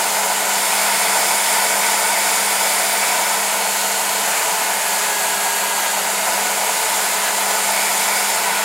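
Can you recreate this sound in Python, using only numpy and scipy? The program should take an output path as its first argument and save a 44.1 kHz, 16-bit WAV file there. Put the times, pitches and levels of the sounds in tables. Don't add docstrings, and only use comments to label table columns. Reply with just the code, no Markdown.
import sys
import numpy as np
from scipy.fft import rfft, irfft
from scipy.io import wavfile

SR = 44100
rng = np.random.default_rng(int(sys.argv[2]) if len(sys.argv) > 2 else 0)


def master(y):
    cut = np.clip(np.atleast_2d(y).T, -1, 1)
    pcm = np.round(cut * 32767)
    wavfile.write(sys.argv[1], SR, pcm.astype(np.int16))


N = 381024
TIME = np.arange(N) / SR
HZ = np.maximum(np.arange(N // 2 + 1) * SR / N, 1)

# times_motor_speed, level_db, db_per_lost_hz, share_of_aim
MOTOR_TONES = [(1, -41, 0, 0), (2, -34, -0.0979, 0.8), (3, -42, -0.13, .4), (4, -42.5, -0.06, 0.47),
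               (5, -36, .03, 0.52), (12, -38, -0.037, 1.2), (16, -53, 0, .5)]
# times_motor_speed, level_at_slowest_db
LOAD_WHINE = [(4, -32), (8, -41)]
def motor(lost_hz, load, aim_db, free_speed_hz=447):
    speed_hz = (free_speed_hz - lost_hz) * (1 + .0003 * drift(15))
    turns = np.cumsum(speed_hz) / SR
    running = sum(from_db(db + db_per_hz * lost_hz + share * aim_db) * tone(k * turns, flutter_db=2.5)
                  for k, db, db_per_hz, share in MOTOR_TONES)
    whine = sum(from_db(db) * tone(k * turns, flutter_db=2.0) for k, db in LOAD_WHINE)
    strain = load * np.abs(lost_hz / lost_hz.max()) ** 1.4
    return running + strain * whine


# start_s, end_s, speed_lost_if_held_hz
PRESSES = [(-2, 0, 34), (4.44, 5.92, 40.6), (6.82, 7.32, 34.2)]
def slowdown(inertia_s=.448):
    def settled(since):
        return 1 - np.exp(-np.maximum(TIME - since, 0) / inertia_s)
    return sum(depth * (settled(start) - settled(end)) for start, end, depth in PRESSES)


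def pressed(fade_s=0.066):
    return sum(np.clip(np.minimum(TIME - start, end - TIME) / fade_s + .5, 0, 1)
               for start, end, _ in PRESSES)


# middle_s, length_s, extra_rub_db, bite_0_to_1
WIPES = [(.92, .6, 2.5, .9), (1.548, 0.36, 1, .7), (1.85, 0.16, 3, 0), (2.25, 0.24, 1, 0.7),
         (3.047, 0.6, 2.5, 1), (4.38, 0.38, 3, 0.4), (7.252, 0.21, 2.5, 0), (7.777, 0.49, 0, 1),
         (8.12, .4, 0, 0.9), (8.6, 0.6, 3, .2)]
# pitch_hz, level_db
RUB_COLOUR = [(700, -53), (1120, -2), (1250, -1), (1700, 0.5), (1850, 0), (2050, 0), (2500, -0.5),
              (2900, -6.5), (4000, -11), (9000, -23)]
# pitch_hz, width_hz, level_db
STEEL_RING = [(2270, 220, 0)]
def wheel(aim_db):
    wipe_db = sum(db * swell(middle, length) for middle, length, db, _ in WIPES)
    bite = sum(share * swell(middle, length) for middle, length, _, share in WIPES)
    rub = from_db(-26.5 + 0.11 * aim_db + wipe_db) * turbulence(colour(RUB_COLOUR))
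    rasp = from_db(-30.5) * bite * turbulence(resonances(STEEL_RING))
    grip = from_db(0.78 * drift(25))
    return grip * (rub + rasp)


# time_s, level_db
FAN_ROAR = [(0, -23), (1, -23.5), (1.55, -23), (2.2, -23), (2.6, -23), (3.2, -23.5), (3.75, -24.6),
            (4.5, -24), (5.3, -24), (6.6, -23.5), (7.8, -23.5), (8.4, -23.5), (8.64, -25)]
# pitch_hz, width_hz, level_db
HOUSING_NOTES = [(183, 31.4, -16), (342, 61, -19), (447, 66, -12.5), (566, 56, -6), (649, 40, -0.5),
                 (689, 32, -0.5), (739.4, 31, 1), (805, 24, 0), (870, 36, 2.5), (909, 33, 1.5),
                 (953, 39, -1), (983, 32, 0.5), (1032, 27, -2), (1233, 36, -7), (1338, 51, -5.5),
                 (1465, 42, -1), (1520, 33, -8.5)]
# pitch_hz, level_db
RUSH_COLOUR = [(25, -77), (60, -49), (100, -34), (150, -19), (270, -10.5), (500, -5), (800, -9),
               (1030, -6.5), (1115, -7.5), (1220, -9.5), (1500, -11.5), (3000, -15), (6000, -19.5)]
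def fan(air_db):
    roar_db = over_time(FAN_ROAR) + air_db
    ringing = from_db(roar_db + 0.87 * drift(9.9)) * turbulence(resonances(HOUSING_NOTES))
    rush = from_db(roar_db - 9.0) * turbulence(colour(RUSH_COLOUR))
    return ringing + rush


# pitch_hz, level_db
HISS_COLOUR = [(1500, -34.5), (2900, -5.5), (3750, -4), (4450, -4), (5100, -5), (5550, -6.5), (6100, -2),
               (7200, 2.5), (8100, -0.5), (9000, -3), (10000, -3), (11000, -3.5), (12300, -6), (13500, -7),
               (15700, -12.5)]
# pitch_hz, width_hz, level_db
FRONT_NOTES = [(2020, 390, -3), (2150, 270, 2), (3480, 240, -1), (4770, 380, 0), (5400, 310, -4),
               (7340, 530, -3), (9160, 850, 1), (10550, 580, -5.5), (13400, 1200, -9.5)]
# pitch_hz, width_hz, level_db
SIDE_NOTES = [(2790, 280, -0.5), (4360, 180, -0.5), (6940, 390, -4.5), (8440, 320, -1), (11070, 560, -2.5)]
def vents(air_db, aim_db):
    hiss_db = -22 + 0.16 * aim_db + 0.5 * drift(1.9)
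    hiss = from_db(hiss_db) * patchy_hiss(colour(HISS_COLOUR), patchy_db=0.82)
    ahead = from_db(-21 + 1.86 * aim_db) * turbulence(resonances(FRONT_NOTES))
    beside = from_db(-36.5 - 1.19 * aim_db) * turbulence(resonances(SIDE_NOTES))
    hand_db = -2.2 * swell(middle_s=8.6, length_s=0.63)
    return from_db(air_db + hand_db) * (hiss + ahead + beside)


# time_s, aim_db
VENT_AIM = [(0, -3.5), (.45, -4.5), (.62, -1.3), (1.35, -0.7), (1.8, -1.5), (2.65, -1), (3.3, -2.5),
            (3.7, -7), (4.4, -5), (4.9, -4), (5.6, -8), (6.3, -4), (7.35, -4), (8.15, -1.5), (8.64, -4)]
def microphone_aim():
    return over_time(VENT_AIM)


# pitch_hz, relative_level_db
COIL_HUM = [(100, -31), (200, 0), (250, -16), (300, -15), (400, -10)]
def hum(load):
    dips = sum(swell(middle_s=start + 0.018, length_s=0.42) for start, _, _ in PRESSES)
    level_db = -43 - 2.3 * load - 8 * dips
    return from_db(level_db) * sum(from_db(db) * tone(hz * TIME, flutter_db=0.4) for hz, db in COIL_HUM)


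def clutter_echoes(sound, echo_db, count, sway_s=.00003):
    now = np.arange(N)
    delays = np.geomspace(.001, .004, count) * SR
    echoes = (np.interp(now - delay - sway_s * SR * drift(0.19), now, sound) for delay in delays)
    return sound + from_db(echo_db) * sum(echo * (-1) ** k for k, echo in enumerate(echoes))


def tone(turns, flutter_db):
    wave = np.sin(2 * np.pi * (turns + rng.random()))
    return rms_one(wave * from_db(flutter_db * drift(10.0)))


def turbulence(gain):
    return rms_one(irfft(rfft(rng.standard_normal(N)) * gain, N))


def patchy_hiss(gain, patchy_db):
    edges_hz = [0, 3000, 5600, 8000, 11500, SR]
    spectrum = rfft(rng.standard_normal(N)) * gain
    bands = (irfft(spectrum * (HZ >= low) * (HZ < high), N) for low, high in zip(edges_hz, edges_hz[1:]))
    return rms_one(sum(band * from_db(patchy_db * drift(22)) for band in bands))


def resonances(notes):
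    return np.sqrt(sum((from_db(db) / (1 + ((HZ - hz * hz / HZ) / (1.67 * width)) ** 2)) ** 2
                       for hz, width, db in notes))


def colour(points):
    hz, db = np.transpose(points)
    return from_db(np.interp(np.log(HZ), np.log(hz), db))


def drift(rate_hz, step=100):
    size = N // step + 2
    hz = np.arange(size // 2 + 1) * SR / step / size
    slow = irfft(rfft(rng.standard_normal(size)) / (1 + (hz / rate_hz) ** 2), size)
    return np.interp(np.arange(N) / step, np.arange(size), rms_one(slow))


def swell(middle_s, length_s):
    return np.cos(np.pi * np.clip((TIME - middle_s) / length_s, -.5, .5)) ** 2


def over_time(points):
    return np.interp(TIME, *np.transpose(points))


def from_db(db):
    return 10 ** (np.asarray(db) / 20)


def rms_one(x):
    return x / np.sqrt(np.mean(x ** 2) + 1e-20)


def scene():
    lost_hz, load = slowdown(), pressed()
    aim_db = microphone_aim()
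    air_db = -0.0189 * lost_hz
    rub_and_hiss = clutter_echoes(wheel(aim_db) + vents(air_db, aim_db), echo_db=-24, count=5)
    drill = motor(lost_hz, load, aim_db) + hum(load) + fan(air_db) + rub_and_hiss
    return np.array([drill, drill])


def record(dry):
    cutoff_hz = 15800
    return irfft(rfft(dry) / np.sqrt(1 + (HZ / cutoff_hz) ** 800), N)


dry = scene()
out = record(dry)
master(out)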